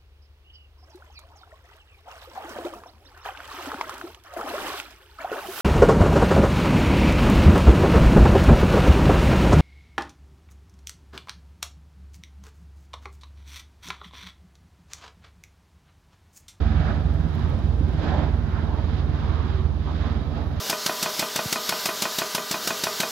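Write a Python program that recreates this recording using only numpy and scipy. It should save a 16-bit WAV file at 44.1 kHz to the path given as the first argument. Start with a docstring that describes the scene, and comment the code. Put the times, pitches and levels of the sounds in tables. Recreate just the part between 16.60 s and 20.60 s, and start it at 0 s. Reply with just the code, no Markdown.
"""A tiltrotor flies by, far beyond an airfield apron. Each blade pass of its two rotors sends a low
thump and churns up a rumble; the roar of engines and rotor wash swells and fades in the moving air,
with a faint turbine whine. A nearby hard surface adds one short echo. Light wind rumbles at the
microphone, whose left side is weaker and duller; faint hiss, ticks and a rustle lie underneath."""
import sys
import numpy as np
from scipy import signal
from scipy.fft import rfft, irfft
from scipy.io import wavfile
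from scipy.ndimage import uniform_filter1d

SR = 44100
rng = np.random.default_rng(int(sys.argv[2]) if len(sys.argv) > 2 else 0)


def put_to_file(sound):
    """Save the sound as 16-bit audio at rate SR, in the file named by the first command-line argument."""
    columns = np.atleast_2d(sound).T  # one column per channel
    safe = np.clip(columns, -1, 1)
    whole_steps = np.round(safe * 32767)
    wavfile.write(sys.argv[1], SR, whole_steps.astype(np.int16))


N = 176400

# Blade rate, slowed by the Doppler shift. Each row: time in seconds, passes per second.
BLADE_RATE_HZ = [(0, 20.5), (1, 20.33), (2, 19.9), (3, 19.57), (4, 19.55)]
# One thump. Each row: frequency in Hz, relative level in dB.
THUMP_SPECTRUM = [(6, -64.5), (20, -23.5), (40, -7.5), (60, 8.5), (80, 4.5), (100, 5), (120, -10),
                  (145, -12), (165, -11.5), (200, -37.5), (300, -31), (600, -73), (2000, -110)]
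# Thump strength. Each row: time in seconds, gain in dB.
THUMP_GAIN_DB = [(0, -23.5), (.2, -24.5), (.27, -30), (.37, -26.5), (.54, -23.3), (.7, -31), (.93, -29),
                 (1.08, -28.5), (1.35, -28.5), (1.76, -27.5), (2.02, -29), (2.35, -27), (2.6, -28.5),
                 (2.9, -28.5), (3.3, -28), (3.55, -27.5), (3.68, -36.5), (3.82, -31.5), (4, -33.5)]
# Single accented blades. Each row: time in seconds, gain in dB.
BLADE_ACCENTS = [(.017, -0.5), (1.047, 4.5), (1.243, 6), (1.74, 3), (3.06, 3.5)]
# Far rotor; when strong, the beat blurs into a hum. Each row: time in seconds, dB re the near rotor.
FAR_ROTOR_DB = [(0, -20), (.6, -15.5), (.75, -6), (.98, -6), (1.08, -14.5), (3.55, -14.5), (3.7, -11),
                (4, -12)]
# Churning air behind the blades. Each row: frequency in Hz, relative density in dB.
WAKE_SPECTRUM = [(24, -41.5), (45, 0), (80, -3.5), (125, 0.5), (160, -4), (220, -7.5), (300, -14),
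                 (450, -23), (900, -71.5), (3000, -100)]
# Engines and wash. Each row: frequency in Hz, relative density in dB.
ROAR_SPECTRUM = [(100, 3), (250, 5.5), (380, 0.5), (520, -3), (700, -2), (950, -4.5), (1300, -7),
                 (1650, -9.5), (2100, -15.5), (2700, -19), (3300, -17), (3900, -20), (4400, -25.5),
                 (4900, -25.5), (5700, -35), (6800, -39), (8000, -55.5), (11000, -76)]
# Roar swells, used about each band's mean. Each row: time in seconds, low, middle, treble level in dB.
SWELLS_DB = [(0.0, -35, -42, -50.5), (0.08, -42, -39, -51), (0.3, -35, -34, -49), (0.44, -40.5, -45, -56),
             (0.68, -42, -44, -57), (0.82, -38.5, -41.5, -51.5), (1.17, -39, -49, -58.5),
             (1.37, -37.5, -42.5, -53), (1.44, -28.5, -38.5, -45), (1.63, -33.5, -36, -49),
             (1.73, -36, -42.5, -56), (1.82, -39, -45.5, -57), (1.98, -38, -36.5, -53.5),
             (2.09, -36.5, -45, -55.5), (2.39, -38, -43.5, -49.5), (2.45, -40, -46.5, -56),
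             (2.6, -37.5, -41, -51.5), (2.91, -40, -42, -51.5), (2.94, -41.5, -42.5, -50.5),
             (3.13, -40, -50, -60.5), (3.24, -43.5, -48, -54.5), (3.3, -36, -46.5, -51.5),
             (3.33, -40.5, -45, -52), (3.46, -36, -38.5, -48.5), (3.7, -39, -48, -57),
             (3.78, -38.5, -43.5, -50.5), (3.88, -39.5, -45.5, -59.5), (4.0, -39, -45, -52)]
# Centres of the low, middle and treble bands in Hz.
SWELL_BANDS_HZ = [600, 1400, 3300]
# Roar flares and hollows. Each row: time and half-length in seconds, centre in Hz,
# half-width in octaves, peak gain in dB.
ROAR_FLARES = [(0.207, 0.22, 1036, 0.33, -5), (0.27, 0.41, 653, 0.31, 5.5), (0.287, 0.023, 1470, 0.37, 4),
               (0.897, 0.049, 1260, 0.019, 13), (0.943, 0.037, 426, 0.59, 6.5),
               (1.497, 0.3, 1230, 0.16, -4.5), (1.57, 0.076, 715, 0.46, 7.5), (1.512, 0.023, 230, .5, 4.5),
               (1.484, 0.066, 1620, 0.2, 6), (1.612, 0.038, 297, 0.49, 10), (2.145, 0.079, 910, 0.26, 8),
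               (2.757, 0.29, 1100, 0.21, 4.5), (2.94, 0.087, 386, 0.084, 17.5),
               (3.285, 0.032, 1020, 0.37, 11.5), (3.791, 0.034, 710, 1, 6.5)]
# Turbine tones. Each row: centre in Hz, half-width in Hz, level in dB.
TURBINE_TONES = [(1268, 16, -59.5), (3810, 86, -65), (4650, 90, -75)]
# Treble flutter. Each row: frequency in Hz, relative density in dB.
FLUTTER_SPECTRUM = [(2500, -9), (5500, 3), (8000, -4.5), (15500, -10.5)]
# Wind at the microphone. Each row: frequency in Hz, relative density in dB.
WIND_SPECTRUM = [(14, -49.5), (27, -18.5), (42, 8.5), (80, 6), (130, -3), (300, -16), (4000, -92)]
# Microphone self-noise. Each row: frequency in Hz, relative density in dB.
MIC_HISS_SPECTRUM = [(4000, -10), (8000, -11.5), (9500, -4), (11200, 1.5), (13000, -2), (15500, -7)]
# Far airfield hiss. Each row: frequency in Hz, relative density in dB.
AIRFIELD_SPECTRUM = [(500, -3), (3500, -2.5), (5000, -4.5), (6700, -13.5), (8000, -32.5), (11000, -63.5)]
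# Dull knocks. Each row: time and half-length in seconds, pitch in Hz, peak level in dB.
KNOCKS = [(.202, .012, 146, -18), (.66, .012, 156.6, -21.5), (.95, 0.0028, 260, -23.5),
          (1.212, 0.0037, 262, -21.5)]
# Ticks near the microphone. Each row: start in seconds, starting level in dB.
NEAR_TICKS = [(.54, -55), (.752, -52), (.9, -53)]
# Imbalance of the microphone's ports. Each row: frequency in Hz, left minus right in dB.
PORT_BALANCE_DB = [(60, -6.5), (200, -7.0), (380, -6), (700, -4.5), (1290, -5.5), (2380, -6.5), (4400, -16),
                   (8120, -15), (15000, -5.5)]
# Likeness of the ports. Each row: frequency in Hz, shared power from 0 to 1.
PORT_COHERENCE = [(60, 0.79), (150, 0.87), (300, 0.78), (640, 0.68), (1400, 0.6), (2500, 0.33),
                  (4000, 0.52), (8000, .03)]
# Phase between the ports. Each row: frequency in Hz, left lead in radians.
PORT_LEAD_RAD = [(450, .1), (900, -0.92), (1100, 1), (1420, -1.1), (1650, 1), (2250, 0.96), (2800, -2.2),
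                 (4000, -1.4)]

BIN_HZ = np.fft.rfftfreq(N, 1 / SR)


def undb(db):
    return 10 ** (np.asarray(db) / 20)


def bell(x, centre, half_width):
    return np.exp(-((x - centre) / half_width) ** 2)


def over_time(rows, column=1):
    """A table column, interpolated per sample."""
    rows = np.array(rows)
    return np.interp(np.arange(N) / SR, rows[:, 0], rows[:, column])


def over_bins(rows):
    """A table, interpolated per FFT bin on a log axis."""
    rows = np.array(rows)
    return np.interp(np.log(np.maximum(BIN_HZ, 1)), np.log(rows[:, 0]), rows[:, 1])


def colour(x, spectrum):
    """Filter by rows of Hz, dB."""
    return irfft(rfft(x) * undb(over_bins(spectrum)), N)


def at_level(pair, rms_db):
    """Set the rms of a stereo pair's centre."""
    return pair * undb(rms_db) / np.sqrt(np.mean(pair.mean(axis=0) ** 2))


def white_pair():
    return rng.standard_normal((2, N))


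def ports(x):
    """The left port hears less than the right, above all in the treble."""
    left = undb(over_bins(PORT_BALANCE_DB))
    gains = np.array([left, np.ones_like(left)]) * 2 / (1 + left)
    return irfft(rfft(x) * gains, N)


def reflect(x, delay_s=.01338, echo_db=-5.5):
    """Direct sound plus one echo off a hard surface, which combs the spectrum."""
    gain = undb(echo_db)
    return (x + gain * np.roll(x, int(delay_s * SR))) / np.hypot(1, gain)


def air_noise(spectrum):
    """Stereo noise: an echoed share that both ports hear, and an unrelated scattered share."""
    coherence = np.clip(over_bins(PORT_COHERENCE), 0, 1)
    phase_shift = np.exp(.5j * over_bins(PORT_LEAD_RAD) * np.array([[1], [-1]]))
    shared = np.sqrt(coherence) * phase_shift * rfft(reflect(rng.standard_normal(N)))
    scattered = np.sqrt(1 - coherence) * rfft(white_pair())
    return colour(irfft(shared + scattered, N), spectrum)


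def throb(passes, depth):
    """Gain that swells on every blade pass."""
    return 1 + depth * np.cos(2 * np.pi * passes)


def swell_db(band):
    """Moving air lifts and drops a band (0 low, 1 middle, 2 treble) about its mean."""
    band_db = over_time(SWELLS_DB, column=band + 1)
    return band_db - band_db.mean()


def crackle(spread_db, grain_s=.0015):
    """Gain that varies at random from grain to grain."""
    size = int(grain_s * SR)
    gains = undb(spread_db * rng.standard_normal(N // size + 1))
    return uniform_filter1d(np.repeat(gains, size), size)[:N]


def rotor_thumps(t, passes, scatter_db=.6, jitter_s=.0002, far_lag_passes=.5):
    """One low pressure pulse per blade; the far rotor's fall between the near rotor's."""
    blades = np.arange(int(passes[-1]) + 1)
    strength, slip = rng.standard_normal((len(blades), 2)).T
    times_s = np.interp(blades, passes, t) + jitter_s * slip
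    accent_db = sum(db * (blades == np.argmin(np.abs(times_s - at_s))) for at_s, db in BLADE_ACCENTS)
    near, far = np.zeros((2, N))
    near[np.clip((times_s * SR).astype(int), 0, N - 1)] = undb(scatter_db * strength + accent_db)
    far[np.searchsorted(passes, blades[:-1] + far_lag_passes)] = 1
    pulses = near + far * undb(over_time(FAR_ROTOR_DB))
    beat = ports(reflect(colour(pulses, THUMP_SPECTRUM)))
    return at_level(beat, 4) * undb(over_time(THUMP_GAIN_DB))


def rotor_wake(t, passes, fall_db_per_s=1.33):
    """Low turbulence that throbs with the blades and slowly recedes."""
    rumble = ports(air_noise(WAKE_SPECTRUM) * throb(passes, depth=.067))
    return at_level(rumble, -27) * undb(-fall_db_per_s * t)


def engine_roar(passes):
    """Broad engine and wash noise, swelling in three bands on its way through the air."""
    noise = ports(air_noise(ROAR_SPECTRUM) * throb(passes, depth=.087))
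    spectrum = rfft(at_level(noise, -36))
    roar = 0
    for band, weights in enumerate(np.eye(len(SWELL_BANDS_HZ))):
        crossover = over_bins(list(zip(SWELL_BANDS_HZ, weights)))
        roar = roar + irfft(spectrum * crossover, N) * undb(swell_db(band))
    return roar


def flare(roar, t):
    """Single regions of the spectrum briefly flare or hollow out."""
    octaves = np.log2(np.maximum(BIN_HZ, 1))
    spectrum = rfft(roar)
    for at_s, half_s, hz, half_octaves, db in ROAR_FLARES:
        band = irfft(spectrum * bell(octaves, np.log2(hz), half_octaves), N)
        roar = roar + band * (undb(db * bell(t, at_s, half_s)) - 1)
    return roar


def turbine_whine():
    """Tones smeared by the air, following the roar's treble swells at half depth."""
    tones = 0
    for hz, half_hz, db in TURBINE_TONES:
        tone = irfft(rfft(white_pair()) * bell(BIN_HZ, hz, half_hz), N)
        tones = tones + at_level(ports(tone), db)
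    return tones * undb(swell_db(band=2) / 2)


def treble_flutter(t, passes, peak_s=.93, half_s=.99, lead_s=.007, sharpness=.45):
    """For a while, faint crackly treble puffs pulse in time with the thumps."""
    early_passes = passes + lead_s * over_time(BLADE_RATE_HZ)
    puffs = np.exp(sharpness * np.cos(2 * np.pi * early_passes))
    treble = air_noise(FLUTTER_SPECTRUM) * crackle(spread_db=2.8)
    return at_level(treble * puffs * bell(t, peak_s, half_s), -75)


def wind_and_hiss(mic_left_db=-3):
    """Steady wind rumble, microphone hiss and far airfield hiss, unrelated at the two ports."""
    wind = ports(colour(white_pair(), WIND_SPECTRUM))
    mic_hiss = colour(white_pair(), MIC_HISS_SPECTRUM) * undb([[mic_left_db], [0]])
    airfield = ports(colour(white_pair(), AIRFIELD_SPECTRUM))
    return at_level(wind, -36.5) + at_level(mic_hiss, -75) + at_level(airfield, -61.5)


def knocks(t):
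    """Short, dull tone bursts that stand out of the rumble."""
    bursts = sum(undb(db) * bell(t, at_s, half_s) * np.cos(2 * np.pi * hz * (t - at_s))
                 for at_s, half_s, hz, db in KNOCKS)
    return ports(bursts)


def ticks_and_rustle(t, centre_hz=12000, decay_s=.001, rustle_at_s=3.88, rustle_half_s=.12):
    """Tiny bright clicks near the microphone, then a brief rustle of the same colour."""
    ticks = sum(undb(db) * (t >= at_s) * np.exp(-np.abs(t - at_s) / decay_s) for at_s, db in NEAR_TICKS)
    rustle = undb(-77) * crackle(spread_db=4) * bell(t, rustle_at_s, rustle_half_s)
    bright = air_noise([(centre_hz / 2, -20), (centre_hz, 0), (centre_hz * 2, -20)])
    return at_level(bright, 0) * (ticks + rustle)


def scene(first_blade_s=.01678):
    """The running count of blade passes drives thumps, wake and roar."""
    t = np.arange(N) / SR
    rate_hz = over_time(BLADE_RATE_HZ)
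    passes = np.cumsum(rate_hz) / SR - first_blade_s * rate_hz[0]
    rotors = rotor_thumps(t, passes) + rotor_wake(t, passes)
    engines = flare(engine_roar(passes), t) + turbine_whine()
    details = treble_flutter(t, passes) + knocks(t) + ticks_and_rustle(t)
    return rotors + engines + details + wind_and_hiss()


def record(dry, fade_s=.004, cutoff_hz=15720):
    """Short fades at both ends and a steep low-pass."""
    edge_samples = np.minimum(np.arange(N), np.arange(N)[::-1])
    fade = np.minimum(edge_samples / (fade_s * SR), 1)
    lowpass = signal.ellip(10, .1, 80, cutoff_hz, fs=SR, output="sos")
    return signal.sosfilt(lowpass, dry * fade)


dry = scene()
out = record(dry)
put_to_file(out)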